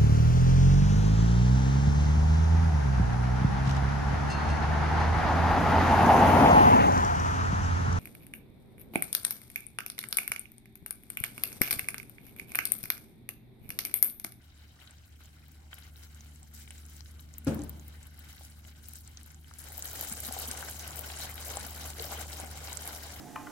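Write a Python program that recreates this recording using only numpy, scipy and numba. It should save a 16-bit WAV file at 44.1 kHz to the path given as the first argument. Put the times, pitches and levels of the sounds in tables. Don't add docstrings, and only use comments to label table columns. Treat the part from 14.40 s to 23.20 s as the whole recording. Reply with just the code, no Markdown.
import sys
import numpy as np
from scipy import signal
from scipy.fft import rfft, irfft
from scipy.io import wavfile
from numba import njit

SR = 44100
rng = np.random.default_rng(int(sys.argv[2]) if len(sys.argv) > 2 else 0)


def to_wav(s):
    ch = np.atleast_2d(s).T
    pcm = np.round(np.clip(ch, -1, 1) * 32767)
    wavfile.write(sys.argv[1], SR, pcm.astype(np.int16))


def decibels_to_gain(level_db):
    exponent = np.asarray(level_db, float) / 20
    return 10 ** exponent


N = 388080

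# (time [s], vigour [dB], lean towards fine bubbles [dB])
BOIL_COURSE = [(0.0, -67.5, -3), (0.4, -65.5, -3.5), (0.9, -68.5, -1.5), (2.0, -67.5, 0), (3.5, -66, -2.6),
               (5.1, -67, -0.2), (5.25, -53, 1), (5.7, -47, 3.5), (6.4, -49, 1), (7.5, -49.5, 1.33),
               (8.8, -50, 0.7)]
# (time [s], hum level [dB])
FAN_COURSE = [
    (0.0, -59),
    (2.1, -51),
    (3.01, -49.5),
    (3.11, -40),
    (3.21, -43.5),
    (3.8, -52.5),
    (5.39, -52.5),
    (5.86, -49),
    (7.89, -46),
    (8.8, -50),
]


def syrup():
    return seething() + pot_air(small_pops() + plops() + sloshes())


def seething():
    # (frequency [Hz], density [dB per Hz])
    fizz_sizes = [(4400, 6), (7000, 3.5), (10000, -3), (13500, -2), (17000, 5)]
    tick_sizes = [(1400, -16.5), (4000, -5), (9000, -5), (16500, -6)]
    simmer_sizes = [(1100, -3.5), (2500, -4), (5000, -7)]
    gurgle_sizes = [(220, -1), (500, 0.5), (1200, -3.5)]
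    fizz_db, simmer_db, gurgle_db = boil_levels()
    surge = drift(20.0)
    fizz = swarm(fizz_db - 0.3, 2500, 9.3, 0.044, surge, size_db=4.5, clump_db=3.5,
                 pan_db=1.0, echo_db=0.5, colour=fizz_sizes)
    ticks = swarm(fizz_db - 2.5, 150, 15.7, 0.026, surge, size_db=2.0, clump_db=4.0,
                  pan_db=6.0, echo_db=-3.0, colour=tick_sizes)
    simmer = swarm(simmer_db - 0.3, 800, 7.4, 0.081, surge, size_db=2.5, clump_db=3.0,
                   pan_db=2.5, echo_db=-1.0, colour=simmer_sizes)
    gurgle = swarm(gurgle_db - 3.5, 1300, 14.7, 0.14, surge, size_db=2.0, clump_db=3.0,
                   pan_db=2.0, echo_db=-9.0, colour=gurgle_sizes)
    return fizz + ticks + simmer + gurgle


def boil_levels():
    # (time [s], hold [s], lift [dB], lean towards fine bubbles [dB])
    foam_rafts = [(0.38, 0.12, 6, 0.2), (0.632, 0.034, 2.5, 0.5), (0.795, 0.065, 10, 0.2),
                  (0.96, 0.18, 1.5, -2), (1.302, 0.17, 10.5, -1.7), (1.551, 0.1, 9.5, 0.5),
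                  (1.743, 0.1, 7.5, -1.5), (1.857, 0.044, 3.5, -3.5), (2.126, 0.12, 11, 4.5),
                  (2.265, 0.15, 8, 1.5), (2.44, 0.24, 6, 3.5), (2.786, 0.015, -1, 13), (2.92, 0.077, 5, 2),
                  (3.508, 0.049, 5.5, -1), (3.623, 0.17, 3, 0.5), (3.77, 0.14, 5, 0.5),
                  (3.881, 0.23, 9.5, 4), (4.23, 0.077, 8, 0), (4.409, 0.14, 6.5, 4),
                  (4.546, 0.07, 4.5, 8.5), (4.63, 0.049, 7.5, 1.5), (4.777, 0.14, 9, 0.8),
                  (5.061, 0.028, 8, 1)]
    # (time [s], hold [s], lift [dB], lean towards fine bubbles [dB])
    spoon_strokes = [(5.185, 0.014, 4, 5.6), (5.32, 0.094, -5, 1), (5.51, 0.11, 2, 0.1),
                     (5.786, 0.07, 2, 1), (5.962, 0.12, 4, 0.4), (6.096, 0.12, 3.5, 0),
                     (6.444, 0.065, 4.5, 0.3), (6.544, 0.21, 1.5, 0.4), (6.776, 0.058, 6, 2.5),
                     (6.97, 0.12, 2, 0.5), (7.09, 0.16, 4.5, -0.6), (7.384, 0.072, 2.5, 0.2),
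                     (7.572, 0.094, 4, 0), (7.691, 0.11, 5.5, -1.5), (7.875, 0.055, 3.5, 2),
                     (7.983, 0.081, 2, -2), (8.161, 0.015, 0, -0.5), (8.27, 0.05, 2.5, -2),
                     (8.44, 0.12, 5, 0.5)]
    # (time [s], hold [s], lift [dB], lean [dB])
    spoon_pause = (6.29, .11, -3.5, 2.5)
    rise_s, fall_s, depth = 0.015, 0.039, 0.76
    stirred_db = -52
    vigour, lean = in_time(BOIL_COURSE)
    t, lift, tilt = np.arange(N) / SR, np.zeros(N), np.zeros(N)
    for s, hold, lift_db, lean_db in foam_rafts + spoon_strokes + [spoon_pause]:
        corners = s + np.cumsum([0, rise_s, abs(hold - rise_s), fall_s])
        shape = depth * np.interp(t, corners, [0, 1, 1, 0])
        lift += lift_db * shape
        tilt += lean_db * shape
    coarse = vigour - lean - stirred_db
    fizz_db = vigour + lean + lift + tilt
    simmer_db = stirred_db + 1.02 * coarse + lift - tilt
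    gurgle_db = stirred_db + 1.67 * coarse + lift - 1.8 * tilt
    return fizz_db, simmer_db, gurgle_db


def swarm(level_db, per_s, cycles, swell, surge, size_db, clump_db, pan_db, echo_db, colour):
    rate = per_s * decibels_to_gain(clump_db * (0.95 * surge + 0.4 * drift(25.0)))
    born = np.flatnonzero(rng.random(N) < rate / SR)
    pitch, size, place = rng.random((len(born), 3)).T
    lowest, highest = colour[0][0], colour[-1][0]
    hz = lowest * (highest / lowest) ** pitch
    uneven_db = size_db * np.minimum(-np.log(size + 1e-9), 4.0)
    db = uneven_db + at_hz(colour, hz) + 20 * np.log10(hz)
    rings = bursts(born / SR, db, hz, pan_db + 4.2 * (place - 0.5), cycles, 0.25, swell, 1.2e-4,
                   echo_db, t60=0.13, count=5)
    return decibels_to_gain(level_db) * rms_one(pot_air(rings))


def small_pops():
    # (time [s], peak level [dB], ring [Hz], left-right [dB])
    simmer_pops = [(0.5084, -42.5, 8300, 5), (1.1174, -44, 15000, 7.0), (1.3297, -33, 2970, -1),
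                   (1.3413, -35, 11900, 3), (1.3818, -42, 2960, 4.5), (1.746, -41, 7900, 2.5),
                   (1.8068, -39.5, 6060, 1.0), (2.0296, -42, 8100, 2.5), (2.3062, -32.5, 8990, -2),
                   (2.38, -42, 7600, 2.0), (2.4972, -42, 15300, 7), (2.6062, -39.5, 4900, 15),
                   (2.6585, -45, 4230, 5), (2.9387, -39, 7000, 4), (2.982, -28.5, 14000, 8),
                   (3.0466, -35.5, 10600, 4), (3.145, -27, 15300, 6), (3.2181, -36, 6900, 1),
                   (3.236, -37.5, 9500, 9), (3.2938, -28.5, 14100, 9), (3.48, -34, 15200, 11),
                   (3.6686, -40, 11400, 8), (3.7905, -37, 15000, 7), (3.8457, -43, 12800, 8),
                   (3.9285, -37, 14900, 0.0), (4.4847, -29, 15300, 10), (4.5344, -34, 12200, 7),
                   (4.5553, -34, 7600, -1), (4.7718, -32.5, 5800, 1), (5.1375, -34.5, 6900, 1)]
    # (time [s], peak level [dB], ring [Hz], left-right [dB])
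    stirred_pops = [(5.1853, -38, 10800, 11), (5.3784, -23, 15000, 5), (5.4232, -24, 7950, 1),
                    (5.455, -25.5, 11700, 3.5), (5.5308, -24, 15400, 1.5), (5.61, -19, 12800, 3.0),
                    (5.697, -27, 9650, 10), (5.7237, -22, 9200, 5), (5.803, -23, 11600, -2),
                    (5.867, -24, 12100, -1), (5.9239, -25, 10400, 8), (5.9886, -23.5, 12200, 4),
                    (6.0861, -26, 12200, -3), (6.1126, -22.5, 8200, 4.5), (6.3944, -29.5, 6100, -2),
                    (6.5575, -31, 14700, 10), (6.5914, -26, 11400, 10), (6.942, -31, 11900, 0),
                    (7.0813, -29, 13600, 8), (7.1699, -23, 7900, 6), (7.5025, -29, 8200, 6),
                    (7.5961, -27, 4100, 3.0), (7.6226, -24.5, 14100, 9), (7.727, -29.5, 7600, -2),
                    (8, -27.5, 9700, 2), (8.174, -33, 7900, 3), (8.273, -34, 5140, 4),
                    (8.329, -26.5, 7600, 3), (8.3713, -27, 7600, -16.5), (8.4751, -24.5, 10600, 1.5)]
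    # (time [s], peak level [dB], ring [Hz], left-right [dB])
    other_pops = [(1.5579, -46, 3880, 4), (1.9584, -44.5, 7640, 8), (2.4528, -44, 6950, 3.0),
                  (2.5656, -45, 8000, 13), (2.794, -44, 3780, 8), (3.0749, -39, 2800, 3),
                  (3.1916, -38, 6720, -5), (3.3957, -41, 6850, 0), (3.6292, -41.5, 8040, 7),
                  (4.0495, -38, 6060, 2), (4.5855, -37, 14600, 5.5), (4.6757, -38.5, 7900, 6),
                  (4.8315, -40.5, 10900, 11), (4.9038, -45, 6660, -3), (4.9447, -42, 7250, -7),
                  (5.593, -28, 13500, 1), (6.1734, -29, 8100, 2.5), (6.792, -39, 8380, 3),
                  (6.979, -34, 3160, 13), (8.4208, -28, 13600, 2.5)]
    # (time [s], peak level [dB], ring [Hz], left-right [dB])
    more_simmer_pops = [(0.0434, -56.0, 13180.0, 11.0), (0.416, -49.0, 2930.0, 9.0), (0.424, -47, 2760.0, 9.0),
                        (0.4741, -42, 3790.0, 6), (0.583, -51, 6290.0, 6.0), (0.8137, -50, 3620.0, 1),
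                        (0.8568, -43, 7150.0, -3.0), (1.0817, -46, 14470.0, 8), (1.3859, -44.0, 10770.0, 12),
                        (1.4232, -44, 3790.0, 9.0), (1.4664, -52.0, 3270.0, 10.0), (1.4865, -52.0, 2930.0, 8.0),
                        (1.6342, -49, 4480.0, 9.0), (1.859, -48, 2840.0, 10), (1.9119, -51, 9650.0, 6.0),
                        (1.9353, -57, 10850.0, 11.0), (1.9523, -56, 11020.0, 9.0),
                        (2.1116, -51.0, 12320.0, 11.0), (2.1379, -50, 10080.0, 7), (2.2759, -43, 3100.0, 9),
                        (2.4627, -47, 10250.0, 13.0), (2.7103, -45, 10340.0, 0.0),
                        (2.7997, -50.0, 11460.0, 9.0), (2.8073, -45, 11710.0, 10.0), (2.8888, -53, 5510.0, 6.0),
                        (3.0804, -33, 5340.0, 4.0), (3.2436, -38, 14380.0, 7.0), (3.7429, -51, 11460.0, 8.0),
                        (3.7751, -48.0, 10680.0, -2.0), (3.98, -45, 3880.0, -4.0), (4.1906, -45, 14900.0, 13),
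                        (4.249, -46, 3010.0, 9.0), (4.2816, -46, 6700, -4.0), (4.3578, -50, 4070, 3.0),
                        (4.4344, -45.0, 14900.0, 12), (4.492, -42, 7920.0, 6), (4.5631, -42.0, 12490.0, 11),
                        (4.6077, -46.0, 11800.0, 7.0), (4.7798, -44, 3790.0, -2), (4.8112, -46, 3960.0, 11),
                        (4.8593, -43, 15500.0, 12), (4.9172, -47, 11970.0, 9.0), (5.0122, -49.0, 14640.0, 12.0),
                        (5.0435, -49, 3010.0, 5), (5.0813, -49, 11540.0, 8.0)]
    # (time [s], peak level [dB], ring [Hz], left-right [dB])
    more_stirred_pops = [(5.1897, -34, 10590.0, 9), (5.2038, -37.0, 13520.0, 12.0),
                         (5.217, -39.0, 10510.0, 8.0), (5.2851, -35, 14900.0, 10), (5.3212, -35, 10940.0, 4.0),
                         (5.3278, -33, 13700.0, 8), (5.3501, -41, 5000.0, 3.0), (5.3719, -35, 11970.0, 6.0),
                         (5.392, -26, 14990.0, 3.0), (5.4443, -29, 15330.0, 10), (5.474, -34.0, 13700.0, 8.0),
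                         (5.496, -33.0, 14560.0, 0.0), (5.7347, -28.0, 12830.0, -5.0),
                         (5.9983, -24, 12400.0, 6.0), (6.0199, -28.0, 10590.0, -2.0),
                         (6.0768, -29, 11710.0, -6.0), (6.2206, -32.0, 13950.0, 10.0),
                         (6.2862, -33, 7150.0, -7.0), (6.2975, -29, 14300.0, -6.0), (6.311, -33, 10800, 13.0),
                         (6.4031, -37.0, 5770.0, 4.0), (6.477, -28.5, 11200, 8), (6.5661, -31.0, 13950.0, 12.0),
                         (6.6095, -29, 15070.0, 10), (6.7006, -31, 3190.0, 5), (6.8966, -31, 14990.0, 10.0),
                         (6.9086, -34.0, 12830.0, 5.0), (6.9552, -34.0, 11890.0, 9.0),
                         (7.2672, -31, 15420.0, 9.0), (7.3071, -34.0, 14990.0, 11.0),
                         (7.3465, -36.0, 12230.0, 8.0), (7.5326, -37, 4570.0, 10), (7.6418, -31, 5170.0, 5.0),
                         (7.6538, -31, 12660.0, 5.0), (7.794, -29.0, 14210.0, 7), (7.918, -33.0, 7750.0, 2.0),
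                         (7.963, -33, 4480.0, 1.0), (7.969, -31, 11200.0, 5), (8.0461, -37.0, 11710.0, 6.0),
                         (8.1117, -36, 9130.0, 5.0), (8.1561, -42, 8270.0, 7.0), (8.2962, -36.0, 14990.0, 4.0),
                         (8.3133, -36.0, 7840.0, 5), (8.3214, -36, 3600, 5.0), (8.3558, -38, 12920.0, 8.0)]
    every_one = simmer_pops + stirred_pops + other_pops + more_simmer_pops + more_stirred_pops
    s, db, hz, pan_db = np.transpose(every_one)
    echo_t60_s, echo_reach_s = 0.024, 0.009
    pops = bursts(s + 6e-4, db + 13.0, hz, pan_db, 11.2 * np.sqrt(hz / 9000), 0.035, 0.2, 4e-5,
                  echo_db=-7.5, t60=echo_t60_s, count=16, reach_s=echo_reach_s)
    snaps = bursts(s + 0.0007, db + 3.0, hz * 0.76, pan_db, 4.3, 0.036, 0.054, 4e-5,
                   echo_db=-4.5, t60=echo_t60_s, count=10, reach_s=echo_reach_s)
    return pops + snaps


def plops():
    # (time [s], peak level [dB], ring [Hz])
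    large_bubbles = [(0.806, -47, 1410), (1.329, -37, 1490), (2.306, -32.5, 2700), (4.009, -46, 720),
                     (5.112, -39, 1370), (5.383, -43, 730), (5.536, -41, 681), (5.588, -41, 789),
                     (5.628, -37, 773), (5.909, -35, 678), (5.886, -32.5, 1390), (5.965, -29, 720),
                     (5.992, -43, 470), (6.139, -38, 759), (6.226, -28, 1380), (6.285, -32, 1600),
                     (6.445, -47, 796), (6.499, -41, 799), (6.799, -37, 735), (6.847, -40, 697),
                     (7.043, -39, 1670), (7.089, -38, 736), (6.978, -51, 708), (7.169, -35.5, 480),
                     (7.17, -28, 850), (7.336, -43, 1620), (7.449, -41, 705), (7.585, -38, 430),
                     (7.709, -39, 770), (7.755, -34.5, 845), (7.722, -32.5, 720), (7.812, -40, 775),
                     (7.935, -44, 568), (7.998, -34, 740), (8.1, -44, 750), (8.036, -36, 570),
                     (8.154, -41, 493), (8.32, -40, 825), (8.273, -41, 729), (8.508, -45, 708),
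                     (8.72, -44, 690)]
    s, db, hz = np.transpose(large_bubbles)
    return bursts(s + 0.00066, db + 10.5, hz, 5.5, 4.05, 0.02, 0.2, 4e-5, echo_db=-9, t60=0.11)


def sloshes():
    # (time [s], peak level [dB], ring [Hz])
    hollows = [
        (5.713, -44, 205),
        (5.885, -40, 214),
        (6.081, -42.5, 228),
        (7.209, -48, 196),
        (7.248, -43, 244),
        (7.601, -36, 430),
        (7.645, -45, 556),
        (8.028, -41, 216),
    ]
    s, db, hz = np.transpose(hollows)
    return bursts(s, db + 9.5, hz, 2.5, 8.2, 0.13, 0.15, 4e-5, echo_db=-6.5, t60=0.22)


def bursts(s, db, hz, pan_db, cycles, rise, swell, spread_s, echo_db, t60, count=8, reach_s=0.025):
    chance, out = rng.standard_normal((len(s), 2)), np.zeros((2, N))
    lead = 1.1e-4 + spread_s * chance[:, 0]
    late = rng.random((len(s), 2, count + 1)) ** 1.5 * reach_s + 6e-4
    late[:, :, 0] = 0
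    gain = decibels_to_gain(echo_db - 60 * late / t60) * rng.choice([-1, 1], late.shape)
    gain[:, :, 0] = 1
    turn = np.repeat(2 * np.pi * hz / SR, count + 1)
    length = np.repeat(cycles * decibels_to_gain(1.83 * chance[:, 1]), count + 1)
    for side, sign in enumerate((1, -1)):
        arrival = (s - sign * lead / 2)[:, None] + late[:, side]
        at = np.round(arrival * SR).clip(0, N - 1).astype(np.int64)
        height = decibels_to_gain(db + sign * pan_db / 2)[:, None] * gain[:, side]
        add(out[side], at.ravel(), height.ravel(), turn, length, rise, swell)
    return out


@njit
def add(out, at, height, turn, cycles, rise, swell):
    for k in range(len(at)):
        life = cycles[k] * 2 * np.pi / turn[k]
        for i in range(min(int(life), len(out) - at[k])):
            u = i / life
            shape = np.exp(-6.9 * u) * (1 - np.exp(-u / swell))
            out[at[k] + i] += height[k] * shape * np.sin(turn[k] * i * (1 + rise * u))


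def pot_air(x):
    # (frequency [Hz], width [Hz], lift [dB])
    air_modes = [(594, 31, 3.5), (771, 150, 7), (1505, 190, 7.5), (2113, 235, 4.5), (2530, 260, -2),
                 (3043, 210, 5), (3470, 140, -4), (3877, 215, 4.5), (7600, 1260, 3), (11600, 3300, 5)]
    hz = np.arange(N // 2 + 1) * SR / N
    response = 1
    for top, width, db in air_modes:
        detuning = (hz - top ** 2 / (hz + 1e-9)) / width
        response = response + (decibels_to_gain(db) - 1) / (1 + 1j * detuning)
    return irfft(rfft(x) * response, N)


def whistle():
    # (time [s], half length [s], frequency [Hz], level [dB])
    steam_jet = (2.185, .035, 7950, -61.0)
    s, half, hz, db = steam_jet
    shape = np.exp(-((np.arange(N) / SR - s) / half) ** 4)
    return decibels_to_gain(db) * shape * rms_one(band(rng.standard_normal((2, N)), hz - 200, hz + 200))


def thud():
    # (time [s], peak level [dB])
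    blows = [
        (3.067, -16),
        (3.185, -30),
    ]
    # (frequency [Hz], at the blow [dB], at the rebound [dB], T60 [s], swell [s])
    counter_modes = [(135.4, -11, -17, 0.24, 0.012), (223.6, -15, -15, 0.47, 0.032),
                     (277, 8, -11, 0.072, 0.015), (294, -16, 6.5, 0.13, 0.011), (535, 1.5, -1, 0.13, 0.064),
                     (682, -15, -12, 0.096, 0.02), (812, -13, -4, 0.078, 0.021),
                     (1250, -24, -25, 0.093, 0.01), (1410, -22, -20, 0.093, 0.0069),
                     (1660, -22, -23, 0.074, 0.007)]
    # (frequency [Hz], density [dB per Hz], T60 [s])
    room_tail = [(60.5, -8.5, 1), (160, 2, 0.66), (270, 0, 0.64), (547, -10.5, 0.66), (1300, -22.5, 0.7),
                 (2300, -25.5, 0.48), (3500, -32, 0.5), (15000, -29, 0.18)]
    t, direct, tail = np.arange(N) / SR, 0, 0
    for k, (s, db) in enumerate(blows):
        since = np.maximum(t - s, 0)
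        for hz, *strength_db, t60, swell in counter_modes:
            shape = decibels_to_gain(db + strength_db[k] - 60 * since / t60) * (1 - np.exp(-since / swell))
            direct = direct + shape * np.sin(2 * np.pi * hz * since)
    since = np.maximum(t - blows[0][0], 0)
    for hz, noise in noise_bands(55.2, count=17):
        decay_db = 60 * since / at_hz(room_tail, hz, axis=2)
        lumps_db = 2.7 * drift(26.0)
        tail = tail + decibels_to_gain(at_hz(room_tail, hz) - decay_db + lumps_db) * noise
    tail = decibels_to_gain(-14.0) * tail * (1 - np.exp(-since / 0.0031))
    return (direct + tail) * decibels_to_gain(np.array([[1.3], [-1.3]]))


def fan():
    # (multiple of the hum, level [dB])
    orders = [(1, 0.5), (2, -14.5), (3, -19)]
    # (frequency [Hz], density [dB per Hz])
    rumble_colour = [(13, -47), (22, -18), (81, 0.5), (130, -8.5), (185, -13.5), (240, -9.5), (550, -40),
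                     (1100, -120)]
    hum_db, = in_time(FAN_COURSE)
    vigour, _ = in_time(BOIL_COURSE)
    rumble_db = -56.5 + 0.39 * (hum_db + 49.5) + 0.11 * (vigour + 60)
    rotation_hz = 75.1 + 0.378 * drift(2.96)
    phase = 2 * np.pi * np.cumsum(rotation_hz) / SR
    ear_phase = np.array([[0.12], [-0.12]])
    hum = sum(decibels_to_gain(db + 0.84 * k * drift(2.9)) * np.sin(k * phase + ear_phase) for k, db in orders)
    rumble = sum(decibels_to_gain(at_hz(rumble_colour, hz)) * noise for hz, noise in noise_bands(19.64, count=10))
    rumble = decibels_to_gain(rumble_db + 0.5) * rms_one(rumble) * decibels_to_gain(np.array([[0.3], [-0.3]]))
    return np.sqrt(2) * decibels_to_gain(hum_db) * hum + rumble


def hiss():
    # (frequency [Hz], density [dB per Hz])
    hiss_colour = [(350, 4), (1000, 1.5), (2500, -4), (5000, -5), (9000, -2.5), (16000, -12)]
    mixed = 0
    for hz, noise in noise_bands(360, count=11):
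        flicker_db = 4.5 * drift(9.4)
        mixed = mixed + decibels_to_gain(at_hz(hiss_colour, hz) + flicker_db) * noise
    return decibels_to_gain(in_time(FAN_COURSE)[0] - 16.0) * rms_one(pot_air(mixed))


def noise_bands(low_hz, count):
    # (frequency [Hz], left-right likeness [-1 to 1])
    likeness = [(60, 1), (250, 0.67), (600, 0.13), (1650, -0.55), (4970, -0.23), (15000, -0.03)]
    white = rng.standard_normal((2, 2, N))
    for k in range(count):
        low = low_hz * 2 ** (k / 2)
        centre = low * 2 ** 0.25
        mid, side = band(white[k % 2], low, low * np.sqrt(2))
        alike = np.clip(at_hz(likeness, centre), 0, 1)
        yield centre, np.sqrt(1 + alike) * mid + np.sqrt(1 - alike) * side * [[1], [-1]]


def band(x, low_hz, high_hz):
    edges = [low_hz, min(high_hz, 0.45 * SR)]
    return signal.sosfilt(signal.butter(2, edges, "band", fs=SR, output="sos"), x)


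def drift(rate):
    r = np.exp(-80 * np.pi * rate / SR)
    chance = rng.standard_normal(N // 40 + 2002)
    slow = signal.lfilter([1], [1, -2 * r, r * r], chance)[2000:]
    return np.interp(np.arange(N) / 40, np.arange(len(slow)), rms_one(slow))


def rms_one(x):
    return x / np.sqrt(np.mean(x ** 2) + 1e-20)


def in_time(rows):
    s, *columns = np.transpose(rows)
    return [np.interp(np.arange(N) / SR, s, c) for c in columns]


def at_hz(points, hz, axis=1):
    table = np.array(points)
    return np.interp(np.log(hz), np.log(table[:, 0]), table[:, axis])


def scene():
    return syrup() + whistle() + hiss() + fan() + thud()


def roll_off(x):
    return signal.sosfilt(signal.butter(12, 16990, fs=SR, output="sos"), x)


def record(dry):
    low_pass = signal.ellip(10, 0.5, 55, 15950, fs=SR, output="sos")
    return roll_off(signal.sosfilt(low_pass, dry))


dry = scene()
out = record(dry)
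to_wav(out)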